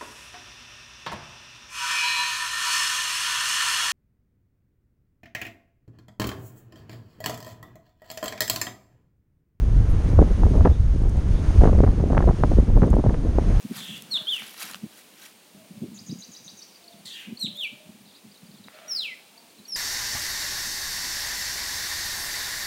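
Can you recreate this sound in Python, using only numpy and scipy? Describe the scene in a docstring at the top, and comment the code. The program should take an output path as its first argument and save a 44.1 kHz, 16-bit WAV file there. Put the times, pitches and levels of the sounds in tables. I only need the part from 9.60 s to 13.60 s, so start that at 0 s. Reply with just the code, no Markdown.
"""A low wind rumble comes first, right on the camera microphone, out on an open beach with surf hissing
far behind. The rumble swells with the breeze, and eddies hit the microphone port as deep thumps and
ragged, fluttering buffets; the sharpest ones pop, and the peaks overload the input.
Under the wind are a soft spray and a few faint ticks like blown sand, and two far chirps."""
import sys
import numpy as np
from scipy.fft import rfft, irfft, next_fast_len
from scipy.io import wavfile
from scipy.ndimage import map_coordinates

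SR = 44100
rng = np.random.default_rng(int(sys.argv[2]) if len(sys.argv) > 2 else 0)


def pcm_store(signal):
    """Save signal as 16-bit PCM."""
    levels = np.round(np.clip(np.atleast_2d(signal), -1, 1) * 32767)
    wavfile.write(sys.argv[1], SR, levels.astype(np.int16).T)


N = 176400
T = np.arange(N) / SR


def amp(db):
    """Decibels to gain."""
    return 10 ** (np.asarray(db) / 20)


def unit(x):
    """Scale to rms 1."""
    return x / np.sqrt(np.mean(x ** 2) + 1e-20)


def curve(rows):
    """Rows of seconds and value, joined by straight lines, as one value per sample."""
    return np.interp(T, *np.transpose(rows))


def bell(centre_s, width_s):
    """A smooth Gaussian swell of height 1."""
    return np.exp(-.5 * ((T - centre_s) / width_s) ** 2)


def wobble(rate):
    """A smooth random curve, rate knots a second."""
    return map_coordinates(rng.standard_normal(int(N * rate / SR) + 4), [T * rate])


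def filtered(x, response):
    """Filter x by a gain given as a function of Hz."""
    size = next_fast_len(N + SR // 2)
    return irfft(rfft(x, size) * response(np.fft.rfftfreq(size, 1 / SR)), size)[:N]


def noise(spectrum):
    """Noise of rms 1, coloured by rows of Hz and dB."""
    freqs, db = np.transpose(spectrum)
    colour = lambda hz: amp(np.interp(np.log(hz + 1), np.log(freqs), db))
    return unit(filtered(rng.standard_normal(N), colour))


def steady(x, span_s):
    """Even out swells slower than span_s and keep the faster grain."""
    power = filtered(x ** 2, lambda hz: np.exp(-(hz * span_s) ** 2))
    return unit(x / np.sqrt(np.abs(power) + 0.0067))


# Breeze on the microphone, and the churn above it. Each row: time in seconds, relative level in dB.
BREEZE_LEVELS = [(0, -24), (.15, -17), (.5, -17), (.7, -20.5), (.92, -18.5), (1.2, -20), (1.6, -21.5),
                 (1.85, -19.5), (2.1, -16.5), (2.35, -22.5), (2.65, -21.5), (2.9, -20), (3.2, -17.5),
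                 (3.4, -23), (3.6, -27), (3.8, -20.5), (3.92, -20.5), (4, -19)]
CHURN_LEVELS = [(0.0, -37), (0.22, -33.5), (0.95, -26.5), (1.08, -32.5), (1.21, -39), (1.88, -31),
                (2.1, -28), (2.99, -28.5), (3.33, -25.5), (3.56, -32), (3.91, -28), (4.0, -44.5)]
# Brief lulls in that wind. Each row: centre in seconds, dip in dB.
WIND_LULLS = [(.27, -6.5), (.42, -11.5), (.78, -4), (1.155, -7.5), (1.64, -5), (1.8, -6), (1.865, -5),
              (2.35, -6.5), (2.51, -2.5), (2.771, -10), (3.049, -7.5), (3.27, -9.5), (3.42, -3),
              (3.835, -5)]
# Colour of the rumble and of the churn. Each row: frequency in Hz, relative level in dB.
RUMBLE_SPECTRUM = [(10, -13), (22, -3.5), (35, 2.5), (58, -1), (80, -5), (110, -9.5), (170, -19.5),
                   (400, -66), (1000, -84)]
CHURN_SPECTRUM = [(50, -5.5), (110, -10), (170, 0), (280, -6.5), (500, -16), (1000, -39.5), (2500, -69.5)]

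def rumble():
    """Slow pressure swings on the microphone port, with a churn of smaller eddies above them."""
    lull_db = sum(db * bell(s, width_s=0.023) for s, db in WIND_LULLS)
    deep = steady(noise(RUMBLE_SPECTRUM), span_s=0.24)
    deep_db = curve(BREEZE_LEVELS) + lull_db + 3.5
    churn = steady(noise(CHURN_SPECTRUM) * amp(7.5 * wobble(rate=65)), span_s=0.057)
    churn_db = curve(CHURN_LEVELS) + 0.29 * lull_db + 1
    return deep * amp(deep_db) + churn * amp(churn_db)


# Waves and their foam, far across the beach. Each row: time in seconds, relative level in dB.
WASH_LEVELS = [(0, -46), (.5, -39), (.95, -44), (1.2, -46), (1.5, -46), (1.95, -38), (2.2, -43),
               (2.9, -42.5), (3.15, -44), (3.6, -46), (3.95, -38.5)]
FOAM_LEVELS = [(0, -57.5), (.5, -53.5), (.75, -55), (1.0, -53), (1.18, -57), (1.55, -57), (1.92, -51),
               (2.05, -50), (2.13, -55), (2.45, -55.5), (2.92, -53.5), (3.1, -57), (3.68, -56.5),
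               (3.85, -53), (4, -51.5)]
# Their colour at this distance. Each row: frequency in Hz, relative level in dB.
WASH_SPECTRUM = [(100, -2.5), (400, 1), (800, -4), (1500, -9.5), (2200, -15), (3000, -21), (4500, -37),
                 (8000, -59)]
FOAM_SPECTRUM = [(1000, -3), (3300, 2), (4500, 0), (5600, -0.5), (6600, 2), (7600, -2.5), (9000, -2.5),
                 (10000, -9), (11300, -18), (15500, -30)]

def surf():
    """Far breakers wash and their foam hisses."""
    wash = noise(WASH_SPECTRUM) * amp(curve(WASH_LEVELS) + 0.71 * wobble(rate=14))
    foam = noise(FOAM_SPECTRUM) * amp(curve(FOAM_LEVELS) + 2 + 0.6 * wobble(rate=18))
    return wash + foam


# Fine sand blowing on the beach. Each row: frequency in Hz, relative level in dB.
SPRAY_SPECTRUM = [(6000, -25), (9000, 7), (13500, -3), (15500, -7)]

def sand_spray():
    """One soft spray of sand, a short puff of high hiss."""
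    return amp(-58) * bell(centre_s=.308, width_s=0.012) * noise(SPRAY_SPECTRUM)


# Large eddies square on the microphone. Each row: centre in seconds, level in dB.
EDDY_THUMPS = [(0.337, -13.5), (0.591, -3.5), (0.863, -6.5), (1.004, -5.5), (1.105, -10), (1.209, -12.5),
               (1.746, -8), (1.996, -4.5), (2.074, -12.5), (2.196, -5.5), (2.29, -8), (2.58, -14.5),
               (2.665, -11), (2.988, -5.5), (3.163, -5), (3.318, -10.5), (3.48, -10)]

def thumps():
    """A large eddy pushes and pulls for two or three uneven cycles, reversing at its centre."""
    pitch_hz = 57.67 * np.exp(0.38 * wobble(rate=70))
    phase = 2 * np.pi * np.cumsum(pitch_hz) / SR
    return sum(amp(db) * bell(s, width_s=0.013) * np.sin(phase - np.interp(s, T, phase))
               for s, db in EDDY_THUMPS)


# Sand ticks, faint under the wind. Each row: start in seconds, relative level in dB.
SAND_TICKS = [(.485, -52), (1.423, -46), (1.495, -39.5), (1.57, -44), (2.998, -46.5), (3.267, -44),
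              (3.303, -36), (3.356, -45.5)]
# Their bright colour. Each row: frequency in Hz, relative level in dB.
TICK_SPECTRUM = [(3000, -28), (6500, 4.5), (9200, 4.5), (11000, -11), (15000, -18.5)]

def sand_ticks():
    """Bright ticks like blown grains, which start sharply and die at once."""
    t60_s = 0.022
    decays = sum(amp(db - 60 * np.abs(T - s) / t60_s) * (T >= s) for s, db in SAND_TICKS)
    return amp(-3) * decays * noise(TICK_SPECTRUM)


# Fast turbulence right at the port.
# Each row: start in seconds, length in seconds, relative level in dB, brightness in dB.
WIND_BUFFETS = [(0.58, 0.045, -21.5, -24.5), (0.823, 0.059, -30.5, -25), (0.933, 0.1, -30.5, -21.5),
                (1.049, 0.024, -18, -14.5), (1.098, 0.0078, -26, -18), (1.406, 0.063, -34, -35),
                (1.55, 0.03, -31.5, -39), (2.018, 0.057, -20.5, -20), (2.073, .022, -24.5, -35),
                (2.122, 0.032, -29.5, -26.5), (2.181, 0.023, -25.5, -20), (2.232, 0.0085, -18.5, -17.5),
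                (2.264, 0.031, -28, -22.5), (2.396, 0.0095, -22.5, -31.5), (2.502, 0.051, -25, -19),
                (2.567, 0.059, -25, -13), (2.674, 0.031, -20, -30.5), (2.836, 0.014, -21, -28),
                (2.907, 0.022, -26.5, -29), (2.984, 0.015, -23, -28), (3.159, 0.018, -23, -30),
                (3.221, 0.021, -20, -26.5), (3.254, 0.026, -31, -27), (3.329, .008, -21, -22.5),
                (3.381, 0.016, -23, -33), (3.449, 0.019, -25.5, -17.5), (3.487, 0.019, -25, -21),
                (3.534, 0.012, -28, -24), (3.636, 0.041, -33.5, -32), (3.782, 0.0037, -23.5, -22)]
# Colour of a buffet's body and of its rasp. Each row: frequency in Hz, relative level in dB.
BODY_SPECTRUM = [(40, -23.5), (110, 6.5), (230, -1.5), (400, -6), (620, -11), (900, -19), (1300, -29),
                 (2500, -65), (5000, -89)]
RASP_SPECTRUM = [(300, -41), (800, 4.5), (1200, -3), (1700, -5), (2400, -16), (3600, -31.5), (9000, -73)]

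def buffets():
    """Bursts of lumpy turbulence hit the microphone; the brighter ones rasp on their lumps."""
    half_attack_s, release_s = 0.0016, 0.014
    body_gain, rasp_gain = np.zeros(N), np.zeros(N)
    for s, length, db, bright_db in WIND_BUFFETS:
        corners_s = [s - half_attack_s, s + half_attack_s, s + length, s + length + release_s]
        envelope = np.interp(T, corners_s, [0.00028, 1, 0.84, 0.0038])
        body_gain += amp(db) * envelope
        rasp_gain += amp(db + bright_db) * envelope
    flutter_db = 6 * wobble(rate=200)
    body = steady(noise(BODY_SPECTRUM) * amp(flutter_db), span_s=0.025)
    rasp = steady(noise(RASP_SPECTRUM) * amp(2.1 * flutter_db), span_s=0.035)
    return amp(3.5) * body_gain * body + amp(1.5) * rasp_gain * rasp


# Sharp pressure jumps at the port. Each row: centre in seconds, peak in dB, half width in seconds.
PORT_POPS = [(0.591, -7, 0.00032), (.619, -5.5, 0.00062), (.626, -9, 0.0004), (.835, -14.5, 0.00027),
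             (.867, -18, 0.00033), (1.009, -19, 0.00026), (1.058, -7, 0.00027), (1.064, -14, .0003),
             (1.072, -7, 0.00041), (1.362, -17, 0.0008), (1.42, -19, 0.00063), (2.012, -16, 0.0003),
             (2.037, -6.5, 0.00041), (2.044, -15, 0.00021), (2.055, -8, 0.00036), (2.064, -22, 0.00048),
             (2.097, -17, 0.00039), (2.131, -15, 0.00035), (2.183, -16, 0.00061), (2.205, -6, .00049),
             (2.238, -16, 0.00021), (2.242, -8.5, 0.00055), (2.277, -20, 0.00023), (2.44, -11, 0.00055),
             (2.532, -13.5, 0.00035), (2.57, -14, 0.00026), (2.579, -9.5, 0.00015), (2.606, -12.5, 0.00028),
             (2.642, -14.5, 0.00038), (2.69, -13.5, 0.00026), (2.695, -19.5, 0.00023),
             (2.837, -4.5, 0.00024), (2.839, -31.5, 0.000057), (2.917, -13.5, 0.00052), (2.987, -12, .0006),
             (3.102, -19.5, 0.00046), (3.159, -12, .0011), (3.175, -14, 0.00035), (3.22, -16.5, 0.0002),
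             (3.227, -6.5, 0.0013), (3.233, -16.5, 0.00019), (3.239, -23, 0.00021), (3.243, -9.5, .001),
             (3.274, -13.5, 0.00073), (3.332, -19, 0.00025), (3.368, -10.5, 0.00041),
             (3.441, -14.5, .00035), (3.464, -11, 0.00043), (3.544, -25.5, 0.00013), (3.786, -9, 0.00038)]

def pops():
    """A small fast eddy crosses the port: one steep push and pull."""
    skirt = 5.8  # how fast the pressure settles either side of a pop
    pressure = np.zeros(N)
    for s, db, half_width_s in PORT_POPS:
        offset = (T - s) / half_width_s
        pressure -= amp(db) * offset * (1 + (offset ** 2 - 1) / (2 * skirt)) ** -skirt
    return pressure


# Chirps a long way off, probably a bird. Each row: centre in seconds, level in dB.
FAR_CHIRPS = [(1.14, -53.5), (1.775, -52)]

def bird():
    """Short warbling notes, barely heard through the surf."""
    pitch_hz = 3570 + 191 * wobble(rate=400)
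    phase = 2 * np.pi * np.cumsum(pitch_hz) / SR
    return np.sin(phase) * sum(amp(db) * bell(s, width_s=0.026) for s, db in FAR_CHIRPS)


def scene():
    """One microphone on the open beach: wind right on it, surf and bird far behind."""
    wind = rumble() + thumps() + buffets() + pops()
    return (wind + surf() + sand_ticks() + sand_spray() + bird())[None]


# Treble notches of the microphone port. Each row: centre in Hz, half width in Hz, gain in dB.
PORT_NOTCHES = [(7104, 230, -10.5), (8040, 440, -8)]

def record(dry):
    """The camera's port notches the treble, its input clips softly, and the very top is cut off."""
    ceiling, top_hz = 0.82, 15750
    port_db = lambda hz: sum(db * np.exp(-((hz - centre) / width) ** 2)
                             for centre, width, db in PORT_NOTCHES)
    notched = filtered(dry[0], lambda hz: amp(port_db(hz)))
    clipped = notched / (1 + np.abs(notched / ceiling) ** 8) ** (1 / 8)
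    return filtered(clipped, lambda hz: hz < top_hz)[None]


dry = scene()
out = record(dry)
pcm_store(out)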